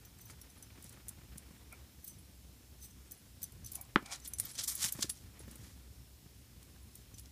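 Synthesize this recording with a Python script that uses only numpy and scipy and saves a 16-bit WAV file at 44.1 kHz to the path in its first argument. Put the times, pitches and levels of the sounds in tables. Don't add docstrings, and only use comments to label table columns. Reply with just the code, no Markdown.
import sys
import numpy as np
from scipy import signal
from scipy.fft import rfft, irfft
from scipy.io import wavfile
from scipy.ndimage import uniform_filter1d

SR = 44100
rng = np.random.default_rng(int(sys.argv[2]) if len(sys.argv) > 2 else 0)


def output_pcm(signal):
    pcm = np.clip(np.atleast_2d(signal).T, -1, 1) * 32767
    wavfile.write(sys.argv[1], SR, np.round(pcm).astype(np.int16))


def rack_gain(trim_db):
    fader = np.asarray(trim_db, float)
    return 10 ** (fader / 20)


N = 322371

# pitch_hz, level_db (per Hz)
AIR_COLOUR = [(12, -65.5), (20, -55), (47, -9.5), (66, -6.5), (121, -6.5), (148, -14.5), (189, -12.5),
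              (264, -18.5), (544, -33), (625, -30.5), (1320, -36.5), (3690, -31.5), (15200, -33.5)]
AIR_DB, HUM_HZ, HUM_DB = -58.5, 64, -62
# time_s, level_db
STIR = [(0.0, -67), (0.55, -66), (0.94, -65), (1.69, -67), (2.3, -74), (3.7, -70), (4.36, -66), (4.91, -63),
        (5.07, -69), (5.54, -64.5), (5.78, -71.5), (6.21, -76.5), (6.54, -70), (7.31, -73.5)]
STIR_REST_DB, TREAD_FOLLOWS = -68.5, 0.49

# start_s, peak_db, centre_hz
CLAWS = [(0.0497, -42, 5970), (0.1855, -45, 8660), (0.3047, -42, 8530), (0.625, -35, 9050),
         (0.8644, -44, 6960), (1.0827, -27.5, 9200), (1.3808, -29, 9300), (3.1104, -38, 8240),
         (3.1184, -39, 7500), (3.4182, -33, 9280), (3.4291, -32, 8200), (3.5215, -41, 10500),
         (3.85, -46, 7000), (4.2, -42, 7000), (1.375, -39, 9000), (3.6441, -43, 6090), (3.66, -44, 6090),
         (3.7324, -35, 10500), (4.1577, -37, 6900), (4.2495, -35, 7120), (4.3848, -27, 8140),
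         (4.391, -34, 9500), (4.4987, -37, 8290), (5.0275, -22, 4800), (6.6278, -42.5, 7140),
         (0.4135, -42, 5200), (3.148, -47, 8500), (2.835, -45, 9200), (4.95, -40, 11000),
         (4.399, -22, 9000), (7.1831, -38, 8220), (7.256, -42, 5330)]
# start_s, peak_db
EDGES = [(0.2114, -52), (0.414, -41), (0.4998, -46), (0.6314, -45), (0.824, -38), (0.8415, -37),
         (0.893, -36), (0.9263, -40), (1.0897, -28), (1.725, -36), (2.041, -48), (2.077, -32),
         (3.4398, -27), (3.7172, -31), (3.749, -39), (3.7537, -23.5), (3.8117, -31), (4.276, -30),
         (4.335, -24.5), (4.3984, -17.5), (4.7508, -24), (4.9232, -20), (5.0945, -30), (5.0975, -26),
         (5.3921, -42), (5.512, -36.5), (5.5558, -39), (6.9532, -33.5), (7.1945, -37)]
# start_s, peak_db, centre_hz
PADS = [(0.192, -53, 1470), (0.298, -44, 2160), (0.702, -53, 2290), (0.775, -54, 1500), (0.805, -56, 584),
        (0.972, -53, 519), (1.109, -57, 1440), (1.214, -53, 837), (1.356, -55, 751), (4.949, -48, 611),
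        (4.989, -43, 501), (5.026, -40, 2380), (5.098, -49, 2180), (5.508, -58, 2300), (5.585, -58, 2000),
        (5.6, -59, 2100), (5.645, -55, 1700), (6.76, -58, 1700), (7.055, -58, 1600), (7.113, -60, 794),
        (4.887, -38, 2800), (4.842, -32, 3000)]
EDGE_HZ, EDGE_T60_S, CLAW_T60_S, TICK_WIDTH_HZ = 10060, 0.02, 0.019, 3700
PAD_T60_S, PAD_WIDTH_HZ, PAD_LIFT_DB = 0.035, 1500, 4
CHATTER_S, KNOCK_S, SMOOTH = 0.005, 0.0009, 0.45

TAG_HZ = [6090, 8330, 10200, 10950, 13770, 14600]
# start_s, peak_db
LARGE_TAG = [(0.0503, -62), (0.2079, -60), (0.2534, -56), (0.5008, -58), (0.6245, -52), (2.076, -60),
             (2.815, -58), (2.8424, -54), (3.118, -50), (3.4291, -43), (3.4401, -44), (3.645, -46),
             (3.661, -42), (3.755, -42), (4.2173, -58), (4.336, -34.5), (4.553, -49), (5.097, -29),
             (7.1414, -51)]
# start_s, peak_db
SMALL_TAG = [(2.095, -50), (2.8409, -51), (3.4296, -41), (3.4404, -50), (3.076, -57), (4.3136, -59),
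             (4.3855, -38), (4.5381, -49)]
# start_s, peak_db
BUCKLE = [(0.2553, -52), (0.628, -42), (2.0433, -59), (3.4413, -35), (3.7483, -27), (3.754, -26),
          (4.3986, -13)]
# start_s, peak_db
NAME_DISC = [(0.4124, -53), (0.4978, -61), (0.5751, -55), (0.628, -58), (0.9273, -57), (2.0783, -43),
             (2.1839, -59), (3.1174, -53), (3.1727, -60), (3.6451, -49), (3.6606, -46), (3.8117, -54),
             (4.2743, -40.5), (4.3355, -40), (4.5141, -47.5), (4.6146, -43), (4.7511, -34), (5.0955, -33),
             (5.099, -30), (5.3926, -48.5), (6.8274, -61), (7.1945, -52)]
# start_s, peak_db
HOOK = [(3.6446, -52), (3.6596, -46), (3.7554, -44), (4.2752, -40), (4.3994, -40), (5.0974, -42)]
# start_s, peak_db
SPLIT_RING = [(0.0508, -52), (0.2119, -49), (0.2543, -47), (0.413, -44), (2.0428, -42), (2.0785, -39),
              (2.8424, -48), (3.117, -39), (3.4291, -31), (3.7184, -37), (3.7324, -44), (3.8116, -37),
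              (4.4514, -35), (4.7535, -39), (4.9227, -33), (6.9556, -51)]
# start_s, peak_db
CHARM = [(0.414, -54), (5.1756, -56)]
# pitch_hz, gentle_t60_s, t60_loss_db (per dB of strike)
PIECES = [
    (6080, 0.074, 0.5),
    (8170, 0.051, .01),
    (10520, 0.039, 0.5),
    (10890, .085, 0.2),
    (13900, .047, -0.2),
    (14370, .052, 0.05),
    (5620, .09, .01),
]
GENTLE_DB, FLUTTER_DB = -53.5, 1.8
HEAD_SHARE, TAIL_DB, TAIL_SHARE = 0.75, -19, 1.5

# peak_s, peak_db, rise_s, fall_s
RATTLES = [(.214, -58, 0.032, .06), (.252, -63, .025, .11), (2.05, -56.5, .045, .07),
           (2.076, -53, .025, .095), (2.844, -49.5, 0.052, 0.036), (2.91, -63, .07, .03)]

# peak_s, peak_db, rise_s, fall_s, dull_share_db
SCUFFS = [(.31, -57, .05, .025, -4), (.86, -62, 0.13, .1, -10), (.926, -61.5, 0.009, 0.022, -15),
          (3.425, -57, .02, 0.096, -17), (3.666, -54.5, 0.017, 0.054, -26), (3.76, -58.5, 0.13, .06, -14),
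          (5.16, -62, 0.12, 0.18, -24), (5.404, -60.5, .02, .05, -18), (5.51, -63.5, 0.071, .1, -11),
          (5.66, -61.5, .25, 0.15, -4), (6.962, -66.5, .07, 0.19, -15.5), (7.146, -58.5, .015, 0.014, -15),
          (7.188, -55, 0.016, 0.027, -28)]
# peak_s, peak_db, rise_s, fall_s, dull_share_db
SCRAPES = [(4.26, -50, 0.032, 0.028, -15), (4.46, -52, .1, .09, -7.5), (4.508, -52, 0.077, 0.037, -19),
           (4.558, -49, .03, .014, -13), (4.775, -49.5, .04, .07, -18), (4.829, -35, .05, .02, -12),
           (4.843, -32, .014, .04, -10), (5.013, -43, .014, .008, -20), (4.99, -55, .08, 0.056, -5),
           (5.048, -56, .015, 0.096, -11), (5.1, -39, 0.0079, 0.014, -22)]
# peak_s, peak_db, rise_s, fall_s, dull_share_db
SKIDS = [(4.64, -40, .014, .03, -20), (4.678, -34, .004, .07, -19), (4.7, -41, .012, .03, -15),
         (4.722, -42, .04, .03, -11), (4.862, -45, .012, .015, -20), (4.884, -43, .025, .03, -15),
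         (4.4, -47, .006, .025, -8), (4.93, -47, .006, .025, -26)]
# peak_s, peak_db, rise_s, fall_s, dull_share_db
DRAGS = [(4.062, -51, .01, .014, -6), (4.09, -63, .06, .05, -2), (4.126, -41.5, .026, .045, -5),
         (4.593, -37, .022, .05, -14), (5.029, -30, .013, .011, -19)]
# pitch_hz, level_db (per Hz)
GRIT = [(1470, -19.5), (2500, -12), (2790, -11), (3180, -4), (5780, 2), (10100, -1), (14300, -8),
        (15600, -11), (16000, -35)]
# pitch_hz, level_db (per Hz)
DULL = [(290, -44.5), (500, -18), (749, -12.5), (1130, -2), (2300, 1), (2700, -14), (3200, -6), (4160, -21),
        (7040, -120)]
# pitch_hz, change_db
SKID_TILT = [(3000, -6), (7000, 0), (11500, 4), (15000, 3)]
# pitch_hz, change_db
DRAG_TILT = [(4000, 3.5), (9000, 0), (12500, -6)]
SWELL_DB, BEND, DULL_LINGER = -22, 1.15, 1.13

# start_s, peak_db, pitch_hz
THUDS = [(0.778, -54, 266), (0.843, -51.5, 170), (0.973, -56, 145), (1.106, -56, 177), (1.181, -55.5, 121),
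         (1.23, -56, 120), (1.353, -50.5, 141), (1.504, -52, 151), (3.101, -60.5, 197), (4.02, -44, 261),
         (4.442, -50.5, 138), (4.842, -47.5, 127), (4.949, -47.5, 128), (4.984, -38, 253),
         (5.038, -39, 332), (5.399, -50, 354), (5.474, -46, 200), (5.508, -55, 250), (5.585, -54, 230),
         (5.662, -54, 280), (5.552, -53, 192), (5.62, -55, 300), (6.255, -55, 122)]
THUD_T60_S, THUD_CYCLES = 0.028, 2.4

# peak_s, peak_db, rise_s, fall_s, upper_resonance_db (over the peak)
PANTS = [(1.731, -61.5, .026, .032, 8), (3.79, -59.5, .07, 0.08, -8), (4.126, -54.5, .13, 0.051, 1)]
# pitch_hz, width_hz, level_db
MOUTH = [(780, 80, 1.0), (1051, 220, -1), (1400, 180, -7), (2320, 190, -2.5)]

BOUNCE_S, BOUNCE_DB, CONTACT_S = 3.9593, -9, 0.00605
FELT_HZ = 8500
# delay_s, level_db
CLOSE_ECHOES = [
    (.00244, -16.5),
    (.00455, -15.6),
]
# delay_s, level_db
WALL_ECHOES = [(0.0138, -24), (0.0158, -22), (0.0217, -29)]

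# peak_s, peak_db, centre_hz
SNAPS = [(4.1161, -32, 6700), (4.1249, -31, 6500), (4.1361, -33, 6600), (4.1408, -33, 6500),
         (4.1603, -35, 6400), (4.2003, -42, 7000), (4.2495, -35, 8000), (4.2765, -29, 12000),
         (4.3365, -29, 10000), (4.3852, -29, 8700), (4.3884, -30, 8100), (4.3999, -17, 9800),
         (4.4014, -24, 11200), (4.4397, -35, 9000), (4.5152, -36, 8900), (4.5808, -27, 7000),
         (4.5968, -25, 8000), (4.6376, -26, 8900), (4.6478, -30, 7600), (4.6737, -33, 7000),
         (4.6756, -28, 9300), (4.6909, -23, 9000), (4.7216, -28, 8700), (4.7632, -32, 7700),
         (4.7778, -32, 7700), (4.8086, -30, 7600), (4.8219, -25, 7300), (4.8267, -23, 8200),
         (4.842, -19, 6900), (4.8536, -26, 8000), (4.8602, -26, 8400), (4.862, -25, 7900),
         (4.8651, -25, 8600), (4.8673, -26, 8800), (4.8881, -27, 7300), (4.8915, -25, 8500),
         (4.9207, -36, 7100), (4.9226, -26, 11500), (4.9246, -20, 10900), (4.9674, -37, 7800),
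         (5.0127, -27, 7800), (5.0307, -19, 7000), (5.0953, -25, 9000), (5.0981, -23, 8700),
         (5.0998, -25, 9100)]
SNAP_CYCLES, SNAP_TRIM_DB = 1.1, 0.5

# pitch_hz, t60_s
YARD = [(150, 0.14), (500, 0.15), (1500, 0.14), (4000, 0.13), (9000, 0.11)]


def evened(x):
    return x / np.sqrt(np.mean(x ** 2) + 1e-20)


def read(points, hz):
    f, value = np.transpose(points)
    return np.interp(np.log(hz + 1), np.log(f + 1), value)


def add(mix, s, sound):
    part = mix[round(s * SR):][:len(sound)]
    part += sound[:len(part)]


def coloured(x, points):
    gain = rack_gain(read(points, np.fft.rfftfreq(len(x), 1 / SR)))
    return evened(irfft(rfft(x) * gain, len(x)))


def resonate(x, hz, width):
    r = np.exp(-np.pi * width / SR)
    ringing = signal.lfilter([1 - r], [1, -2 * r * np.cos(2 * np.pi * hz / SR), r * r], x)
    return ringing * np.sin(2 * np.pi * hz / SR)


def swells(rows, lift=False, linger=1):
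    t = np.arange(0, N / SR, .0005)
    power = np.zeros(len(t))
    for s, db, rise, fall, *more in rows:
        before, after = (s - t) / max(rise, .002), (t - s) / max(fall, .002)
        away = np.where(t < s, before, after) / linger
        peak_db = db + (more[0] if lift else 0)
        power += rack_gain(peak_db + SWELL_DB * np.minimum(away, 10) ** BEND) ** 2
    return np.interp(np.arange(N) / SR, t, np.sqrt(power))


def air():
    frames, hz = N // 256 + 5, np.fft.rfftfreq(1024, 1 / SR)
    a, b, patches = rng.standard_normal((frames, 513, 3)).T
    patches = evened(uniform_filter1d(uniform_filter1d(patches, 10, 0), 12, 1))
    depth_db = read([(300, 2.0), (3000, .7)], hz)[:, None]
    insects = 1 + .55 * np.exp(-((hz[:, None] - 5300) / 150) ** 2)
    spectrum = (a + 1j * b) * insects * rack_gain(depth_db * patches)
    hiss = signal.istft(spectrum, nperseg=1024, noverlap=768)[1][:N]
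    hum = evened(resonate(rng.standard_normal(N), HUM_HZ, 2.3))

    slow = uniform_filter1d(rng.standard_normal(N), 500, mode="wrap")
    slow = uniform_filter1d(slow, 500, mode="wrap")
    lumps = rack_gain(5.0 * np.tanh(evened(slow)))
    rustle = coloured(rng.standard_normal(N) * lumps,
                      [(300, -32), (700, 3.0), (2200, 2.5), (5000, -5.5), (12000, -14.5)])
    tread = coloured(rng.standard_normal(N) * lumps,
                     [(120, -27.0), (250, 1.5), (550, -7.5), (1000, -28.5), (2000, -67)])
    busy_db = np.interp(np.arange(N) / SR, *np.transpose(STIR))
    tread_db = STIR_REST_DB + TREAD_FOLLOWS * (busy_db - STIR_REST_DB)
    stir = rack_gain(busy_db - 3.0) * rustle + rack_gain(tread_db - 3.0) * tread
    return rack_gain(AIR_DB) * coloured(hiss, AIR_COLOUR + [(15500, -58.0)]) + rack_gain(HUM_DB) * hum + stir


def ticks():
    out, t = np.zeros(N), np.arange(1500) / SR
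    rows = [(*row, CLAW_T60_S, TICK_WIDTH_HZ) for row in CLAWS]
    rows += [(*row, EDGE_HZ, EDGE_T60_S, TICK_WIDTH_HZ) for row in EDGES]
    rows += [(s, db + PAD_LIFT_DB, hz, PAD_T60_S, PAD_WIDTH_HZ) for s, db, hz in PADS]
    noises, lucks = rng.standard_normal((len(rows), 1500)), rng.random((len(rows), 3))
    for (s, db, hz, t60, width), noise, luck in zip(rows, noises, lucks):
        since = t - CHATTER_S * np.array([0, *luck])[:, None]
        knocks = SMOOTH + ((since >= 0) * np.exp(-abs(since) / KNOCK_S)).max(0)
        shape = rack_gain(-60 * t / max(t60, .004)) * (1 - np.exp(-t / 0.0012))
        burst = resonate(np.diff(shape * knocks * noise), hz, width)
        burst = resonate(burst, hz, 3.5 * width)
        add(out, s, rack_gain(db - 4.5) * burst / abs(burst).max())
    return out


def tags():
    out, t = np.zeros(N), np.arange(5000) / SR
    rise = 1 - np.exp(-t / .0016)
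    rings = []
    strikes = [LARGE_TAG, SMALL_TAG, BUCKLE, NAME_DISC, HOOK, SPLIT_RING, CHARM]
    for rows, (hz, t60, lost) in zip(strikes, PIECES):
        for s, db in rows:
            rings.append((s, db, hz, t60 / rack_gain(lost * (db - GENTLE_DB))))
    for (s, db, hz, t60), luck in zip(rings, rng.random((len(rings), 15))):
        twin_hz = hz * (1 + 0.02 * (luck[0] - .5))
        pair = np.sin(2 * np.pi * hz * t) + .6 * np.sin(2 * np.pi * twin_hz * t)
        others = sum(rack_gain(-13 - 20 * w) * np.sin(2 * np.pi * f * t) for f, w in zip(TAG_HZ, luck[1:7]))
        life_db = 60 * t / max(t60, .01)
        fade = rack_gain(db - 3.5 - life_db / HEAD_SHARE) + rack_gain(db + TAIL_DB - life_db / TAIL_SHARE)
        ring = fade * rise * (pair + others)
        add(out, s, ring)
        for late, size in luck[7:].reshape(4, 2):
            add(out, s + 0.011 * late, 0.2 * size * ring)
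    flutter = evened(uniform_filter1d(uniform_filter1d(rng.standard_normal(N), 90), 90))
    return out * rack_gain(FLUTTER_DB * flutter)


def rattle():
    knocks = rng.standard_normal((len(TAG_HZ) + 1, N)) * (rng.random(N) < 700 / SR)
    weights_db = [3.0, 0, -6.0, -1, -6, 0.0]
    hum = sum(rack_gain(db) * evened(resonate(k, hz, 40)) for k, hz, db in zip(knocks, TAG_HZ, weights_db))
    rasp = coloured(rng.standard_normal(N) + 4 * knocks[-1],
                    [(2000, -32.0), (4000, 1), (9000, -0.5), (15000, -3)])
    return rack_gain(-3) * (evened(hum) + 0.66 * rasp) * swells(RATTLES)


def paws():
    clumps = rack_gain(2.8 * np.tanh(evened(uniform_filter1d(rng.standard_normal(N), 130))))
    crack_size = rack_gain(2.4 * np.minimum(rng.exponential(1, N), 2.4))
    cracks = rng.standard_normal(N) * crack_size * (rng.random(N) < .25)
    grain = (evened(cracks) + .6 * rng.standard_normal(N)) * clumps
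    grit = coloured(grain, GRIT)
    bright = grit * swells(SCUFFS + SCRAPES)
    bright += coloured(grit, SKID_TILT) * swells(SKIDS)
    bright += coloured(grit, DRAG_TILT) * swells(DRAGS)
    dull = coloured(grain, DULL) * swells(SCUFFS + SCRAPES + SKIDS + DRAGS, True, DULL_LINGER)
    return bright + rack_gain(-6.0) * dull


def landings():
    out, t = np.zeros(N), np.arange(4000) / SR
    for (s, db, hz), noise in zip(THUDS, rng.standard_normal((len(THUDS), 4000))):
        t60 = THUD_T60_S + THUD_CYCLES / hz
        puff = coloured(noise, [(100, -5.5), (300, 3.5), (650, -13), (1500, -11), (4000, -24)])
        sag = 1 - np.exp(-t / 0.0067)
        push = np.sin(2 * np.pi * hz * (0.73 * t + 0.0045 * sag))
        push += 0.44 * puff + 0.76 * np.sin(2 * np.pi * 125 * t)
        fade = rack_gain(db + 6.5 - 60 * t / max(t60, .01))
        add(out, s + .004, fade * (1 - np.exp(-t / 0.0018)) * push)
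    return out


def panting():
    flow = rng.standard_normal(N)
    bands = []
    for hz, width, db in MOUTH:
        bands.append(rack_gain(db) * evened(resonate(resonate(flow, hz, 2 * width), hz, width)))
    return evened(sum(bands[:2])) * swells(PANTS) + sum(bands[2:]) * swells(PANTS, True)


def ball():
    out, t = np.zeros(N), np.arange(1500) / SR
    touching = np.clip((CONTACT_S - t) / 0.00069, 0, 1) * (1 - np.exp(-t / 0.0049))
    flex = rack_gain(-4.4) * touching * np.sin(2 * np.pi * 295 * (t - .00023))
    pitch_hz = 755 + 1620 * np.exp(-t / 0.000735)
    pock_fade = rack_gain(6.2 - 60 * t / 0.005) * (1 - np.exp(-t / 0.00027))
    pock = -pock_fade * np.sin(2 * np.pi * np.cumsum(pitch_hz) / SR)
    pock -= rack_gain(-11.5 - 60 * t / .0059) * np.sin(2 * np.pi * 3040 * t)
    after = rack_gain(-20.6 - 60 * t / 0.0259) * np.sin(2 * np.pi * 1220 * t)
    after += rack_gain(-15 - 60 * t / 0.035) * np.sin(2 * np.pi * 200 * t)
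    add(out, BOUNCE_S, rack_gain(BOUNCE_DB) * (flex + pock + after))
    for delay_s, db in CLOSE_ECHOES:
        add(out, BOUNCE_S + delay_s, rack_gain(BOUNCE_DB + db) * pock)
    return signal.lfilter(*signal.butter(2, FELT_HZ, fs=SR), out)


def snaps():
    out, t = np.zeros(N), np.arange(-40, 120) / SR
    for (s, db, hz), luck in zip(SNAPS, rng.random(len(SNAPS))):
        span = np.where(t < 0, .4, 1) * SNAP_CYCLES / hz
        crack = np.exp(-abs(t) / span) * np.cos(2 * np.pi * (hz * t + luck))
        add(out, s + t[0], rack_gain(db + SNAP_TRIM_DB) * crack)
    return out


def yard(x):
    taps = np.zeros(SR // 2)
    at = np.arange(60, len(taps) - 20, 20)
    taps[at + rng.integers(0, 20, len(at))] = rng.choice([-1., 1.], len(at))
    hz, t, z = signal.stft(taps, SR, nperseg=256)
    fade = rack_gain(-60 * t / read(YARD, hz)[:, None])
    tail = signal.istft(z * fade, SR, nperseg=256)[1]
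    return signal.fftconvolve(x, tail / np.linalg.norm(tail))[:N]


def scene():
    near = ticks() + tags() + rattle() + paws() + landings() + panting() + snaps()
    bounce = ball()
    walls = sum(rack_gain(db) * np.roll(bounce, round(s * SR)) for s, db in WALL_ECHOES)
    echoes = yard(rack_gain(-12) * near + rack_gain(-15.5) * bounce)
    return (near + bounce + walls + echoes + air())[None]


def low_pass(x):
    return signal.sosfilt(signal.butter(12, 16200, fs=SR, output="sos"), x)


def record(dry):
    hz = np.fft.rfftfreq(N, 1 / SR)
    edges_db = [(20, -8.0), (55, 0), (15250, 0.5), (15550, -22.5), (16200, -31), (16400, -70)]
    heard = irfft(rfft(dry) * rack_gain(read(edges_db, hz)), N)
    return low_pass(heard)


dry = scene()
out = record(dry)
output_pcm(out)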